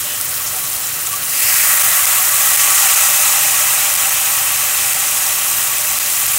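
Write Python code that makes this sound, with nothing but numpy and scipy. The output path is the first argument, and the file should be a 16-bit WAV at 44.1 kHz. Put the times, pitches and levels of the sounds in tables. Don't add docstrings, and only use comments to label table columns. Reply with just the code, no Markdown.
import sys
import numpy as np
from scipy import signal
from scipy.io import wavfile
from scipy.ndimage import uniform_filter1d, minimum_filter1d

SR = 44100
rng = np.random.default_rng(int(sys.argv[2]) if len(sys.argv) > 2 else 0)


def persist_wave(psi):
    counts = np.round(np.clip(psi, -1, 1) * 32767).astype(np.int16)
    wavfile.write(sys.argv[1], SR, np.atleast_2d(counts).T)


N = 281358
TIME = np.arange(N) / SR

# pitch_hz [Hz], density_db [dB per Hz]
AIR_COLOUR = [(20, -29), (40, -18), (58, -1.5), (75, 0.5), (95, -4.5), (120, 0), (162, -1.5), (195, -9),
              (240, -7), (360, -6.5), (460, -8.5), (700, -17.5), (2000, -27)]
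# pitch_hz [Hz], level_db [dB]
FAN_TONES = [(73, -60.5), (114, -51.5), (490, -53)]
# pitch_hz [Hz], density_db [dB per Hz]
SEARED_COLOUR = [(200, -26.5), (450, -16.5), (650, -8.5), (1100, -5), (2000, -5), (3000, -4), (3700, -7),
                 (4800, -6.5), (6000, -3.5), (7500, -1.5), (9300, -0.5), (11800, -3), (13700, -1),
                 (15600, 1.4)]
# pitch_hz [Hz], density_db [dB per Hz]
FIZZ_COLOUR = [(2000, -30.5), (3500, -8), (4500, -9.5), (5400, -6), (6500, -1.5), (7700, 0), (8900, -0.5),
               (10200, -3.5), (12400, -3), (14200, -3.5), (15600, -2)]
# pitch_hz [Hz], density_db [dB per Hz]
BOIL_COLOUR = [(300, -37), (480, -17.5), (600, -10), (800, -3), (1100, -2.5), (1600, -2.5), (2400, 1.5),
               (3100, -0.5), (3800, -4.5), (5000, -16), (8000, -39)]
# pitch_hz [Hz], width_hz [Hz], boost_db [dB]
PAN_RESONANCES = [(603, 55, 7.5), (656, 35, -3), (758, 23, 4.5), (830, 56, -2), (1141, 37, 8.5),
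                  (1297, 120, 4), (1947, 145, 3.5), (2166, 79, -3.5), (2610, 180, 1.5), (3300, 140, 1),
                  (3400, 100, -3.5), (4020, 180, 3), (4650, 430, -1)]
# middle_s [s], length_s [s], pitch_hz [Hz], width_hz of each of two rings [Hz], level_db [dB]
STEAM_POCKETS = [(.11, .13, 2970, 760, -32), (.472, 0.033, 6400, 3000, -24), (0.55, 0.017, 603, 300, -32.5),
                 (.573, .06, 755, 39, -37), (0.87, 0.011, 7000, 4600, -22), (1.07, .012, 7540, 3000, -21),
                 (1.138, 0.037, 1142, 36, -30), (1.51, 0.34, 4900, 1500, -27),
                 (2.654, .05, 2380, 1100, -26), (3.333, 0.18, 823, 21, -31),
                 (5.266, 0.0065, 5300, 2000, -20.5)]
# start_s [s], peak_db [dB]
HARD_SPITS = [(.2122, 1), (.4758, -4), (.565, -6), (1.0713, -5), (1.1305, -6), (1.4055, -1), (1.5697, 1),
              (1.8235, 4), (2.0558, 7), (2.5625, 5), (2.9485, 4), (3.9405, 4), (3.9633, 4), (4.0952, 3),
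              (4.9338, 2), (5.9878, 6), (6.2655, 4)]
# start_s [s], settle_s [s], fizz_db before its wet lift [dB],
# fineness_db in favour of small bubbles [dB per octave], boil_db [dB]
CONTACTS = [(1.275, 0.3, -13.1, 3, -23), (2.3, 0.41, -15, -3, -23), (6.05, 0.14, -22, 3.5, -32)]
# cool_s [s], simmer as share of the power that stays [0-1]
FIZZ_COOLING = (1.15, 0.15)
BOIL_COOLING = (1.42, 0.12)
# pitch_hz [Hz], width_hz of each of two rings [Hz], level_db [dB], drain_s [s]
HOLLOWS = [(800.5, 32, -36.5, 1.43), (1240, 270, -30.5, 0.63), (1940, 140, -31.5, 0.38),
           (2640, 700, -31.5, 2.2)]


def from_db(db):
    return 10 ** (np.asarray(db) / 20)


def unit(x):
    return x / np.sqrt(np.mean(x ** 2) + 1e-20)


def wander(per_s):
    steps = rng.standard_normal(4096)
    return unit(np.interp(TIME * per_s, np.arange(len(steps)), steps))


def colour(x, points, bumps=()):
    size = 4096
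    hz = abs(np.fft.fftfreq(size, 1 / SR))
    point_hz, point_db = np.transpose(points)
    db = np.interp(np.log(hz + 1), np.log(point_hz), point_db)
    for centre_hz, width_hz, boost_db in bumps:
        db = db + boost_db * .5 ** ((2 * (hz - centre_hz) / width_hz) ** 2)
    response = np.exp(signal.hilbert(np.log(from_db(db))))
    impulse = np.fft.fft(response).real / size
    return signal.oaconvolve(x, impulse)[:N]


def ring(x, hz, width_hz):
    r = np.exp(-np.pi * width_hz / SR)
    poles = [1, -2 * r * np.cos(2 * np.pi * hz / SR), r * r]
    return np.sqrt(1 - r * r) * signal.lfilter([1, 0, -1], poles, x)


def ringing_noise(count, hz, width_hz):
    noise = rng.standard_normal(count)
    return unit(ring(ring(noise, hz, width_hz), hz, width_hz))


def bubbles(low_hz, high_hz, per_s, spread_db, damping, clump_db, count=20, size=16000):
    out = np.zeros(N)
    bursts_per_size = int(per_s * N / SR / count)
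    for hz in np.geomspace(low_hz, high_hz, count):
        when, chance, side = rng.random((size, 3))[:bursts_per_size].T
        at = (when * N).astype(int)
        heft = np.minimum(-np.log(chance + 1e-9), 5)
        flurry = np.interp(TIME[at] * 80, np.arange(size), rng.standard_normal(size))
        burst_db = np.broadcast_to(spread_db, N)[at] * (heft - 2) + clump_db * flurry
        bursts = np.bincount(at, np.sign(side - .5) * from_db(burst_db), N)
        out += np.sqrt(hz) * unit(ring(bursts, hz, hz * damping))
    return unit(out)


def squeaks(low_hz=4500, high_hz=15500, count=2600, size=512):
    when, pitch, heft = rng.random((count, 3)).T[:, :, None]
    t = TIME[:size]
    hz = low_hz + pitch * (high_hz - low_hz)
    swell = t * np.exp(-t / .0017)
    notes = (0.76 + heft ** 3) * swell * np.sin(2 * np.pi * hz * t)
    at = (when * N).astype(int) + np.arange(size)
    return unit(np.bincount(at.ravel(), notes.ravel(), N)[:N])


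def refine(x, fineness_db, pivot_hz, size=256):
    hz, t, z = signal.stft(x, SR, nperseg=size)
    octaves = np.clip(np.log2((hz + 1) / pivot_hz), -.6, 1)
    gain = from_db(octaves[:, None] * np.interp(t, TIME, fineness_db))
    return signal.istft(z * gain, SR, nperseg=size)[1][:N]


def steam(age, settle_s, cool_s, simmer=0):
    growth = np.clip(age / settle_s, 0, 1)
    cooling = np.exp(-np.maximum(age - settle_s, 0) / cool_s)
    return growth * (simmer + (1 - simmer) * cooling)


def bubble_size(hz):
    return 1000 / np.maximum(hz, 500)


def kitchen_air(rumble_db=-42.0, waver_hz=2.39):
    air = from_db(rumble_db) * unit(colour(rng.standard_normal(N), AIR_COLOUR))
    for hz, level_db in FAN_TONES:
        phase = 2 * np.pi * np.cumsum(hz + waver_hz * wander(12)) / SR
        air += from_db(level_db) * np.sqrt(2) * np.sin(phase)
    return air


def kitchen_echo(x, t60=0.16, size=12000):
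    t = TIME[:size]
    tail = rng.standard_normal(size) * from_db(-60 * t / t60) * (t > .003)
    return signal.oaconvolve(x, tail / np.linalg.norm(tail))[:N]


def first_piece(seared_db=-19.5):
    crackle = bubbles(700, 16600, per_s=7000, spread_db=2.0, damping=0.48, clump_db=0.5, count=12)
    hiss = bubbles(524, 15400, per_s=24000, spread_db=1.5, damping=0.18, clump_db=2.6)
    mix = from_db(-2.5) * crackle + hiss + from_db(-13) * squeaks()
    sizzle = unit(colour(mix, SEARED_COLOUR, PAN_RESONANCES))
    return sizzle * from_db(seared_db + 0.24 * wander(70))


def steam_pockets(order=3):
    out = np.zeros(N)
    for middle_s, length_s, hz, width_hz, level_db in STEAM_POCKETS:
        near = abs(TIME - middle_s) < order * length_s
        note = ringing_noise(near.sum(), hz, width_hz)
        swell = .5 ** ((2 * (TIME[near] - middle_s) / length_s) ** 2)
        out[near] += note * from_db(level_db) * swell
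    return out


def spits(small_per_s=5.1, small_db=-10, small_spread_db=1.5, size=300):
    out = np.zeros(N + size)
    band = signal.butter(2, [5500, 14500], "bandpass", fs=SR)
    burst = np.exp(-(TIME[:size] / .0005) ** 2)
    all_spits = list(HARD_SPITS)
    for when, heft in rng.random((size, 2))[:int(small_per_s * N / SR)]:
        all_spits.append((when * N / SR, small_db + small_spread_db * (2 * heft - 1)))
    for start_s, peak_db in all_spits:
        crack = signal.lfilter(*band, rng.standard_normal(size) * burst)
        out[round(start_s * SR):][:size] += from_db(peak_db) * crack / abs(crack).max()
    return out[:N]


def hollows(fill_s=.12):
    start_s, settle_s = CONTACTS[1][:2]
    out = np.zeros(N)
    for hz, width_hz, level_db, drain_s in HOLLOWS:
        power = steam(TIME - start_s, settle_s + fill_s * bubble_size(hz), drain_s)
        out += ringing_noise(N, hz, width_hz) * from_db(level_db) * np.sqrt(power)
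    return out


def landing_rush(open_hz=2400, shut_hz=1670, width_hz=1150, close_s=.27, rise_s=0.28, cool_s=0.66,
                 rush_db=-23.0):
    age = np.maximum(TIME - CONTACTS[0][0], 0)
    hz = shut_hz + (open_hz - shut_hz) * np.exp(-(age / close_s) ** 2 / 2)
    noise = rng.standard_normal(N) + 1j * rng.standard_normal(N)
    band = signal.lfilter(*signal.butter(3, width_hz / 2, fs=SR), noise)
    gliding = (band * np.exp(2j * np.pi * np.cumsum(hz) / SR)).real
    rush = unit(colour(gliding, [(1, 0)], PAN_RESONANCES))
    return rush * from_db(rush_db) * np.sqrt(steam(age, rise_s, cool_s))


def boiling(warm_s=0.054, grow_s=0.19, size=256):
    boil = bubbles(560, 4384, per_s=8000, spread_db=1.5, damping=0.11, clump_db=2.0)
    boil = unit(colour(boil, BOIL_COLOUR, PAN_RESONANCES))
    hz, t, z = signal.stft(boil, SR, nperseg=size)
    extra_s = grow_s * bubble_size(hz)[:, None]
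    power = 0
    for start_s, settle_s, _, _, boil_db in CONTACTS:
        growth = steam(t - start_s - warm_s, settle_s + extra_s, *BOIL_COOLING)
        power = power + from_db(boil_db) ** 2 * growth
    return signal.istft(z * np.sqrt(power), SR, nperseg=size)[1][:N]


def rim_fizz(wet_db=0.6, coarsen_db_per_s=.25, dry_from_s=3.1, dry_over_s=1.9, dry_spread_db=3.5):
    power, fineness_db = np.zeros(N), np.zeros(N)
    for start_s, settle_s, fizz_db, fresh_db, _ in CONTACTS:
        age = TIME - start_s
        share = from_db(fizz_db) ** 2 * steam(age, settle_s, *FIZZ_COOLING)
        power += share
        fineness_db += share * (fresh_db - coarsen_db_per_s * age)
    spread_db = dry_spread_db * np.clip((TIME - dry_from_s) / dry_over_s, 0, 1)
    fizz = bubbles(4000, 17400, per_s=22000, spread_db=spread_db, damping=0.29, clump_db=1.5)
    fizz = unit(colour(fizz + from_db(-10.0) * squeaks(), FIZZ_COLOUR))
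    fizz = refine(fizz, fineness_db / (power + 1e-12), pivot_hz=10100)
    return fizz * from_db(wet_db) * np.sqrt(power)


def second_piece():
    return hollows() + landing_rush() + boiling() + rim_fizz()


def scene():
    pan = first_piece() + steam_pockets() + spits() + second_piece()
    mono = kitchen_air() + from_db(-12.5) * kitchen_echo(pan) + pan
    return np.array([mono, mono])


def record(dry, ceiling_db=0.1, edge_hz=15800, size=441):
    allowed = np.minimum(1, from_db(ceiling_db) / (abs(dry).max(0) + 1e-9))
    held = minimum_filter1d(allowed, size, origin=size // 2 - 8)
    limited = dry * uniform_filter1d(held, size=15)
    lowpass = signal.firwin(801, edge_hz, window=("kaiser", 8), fs=SR)
    return signal.oaconvolve(limited, lowpass[None], "same")


dry = scene()
out = record(dry)
persist_wave(out)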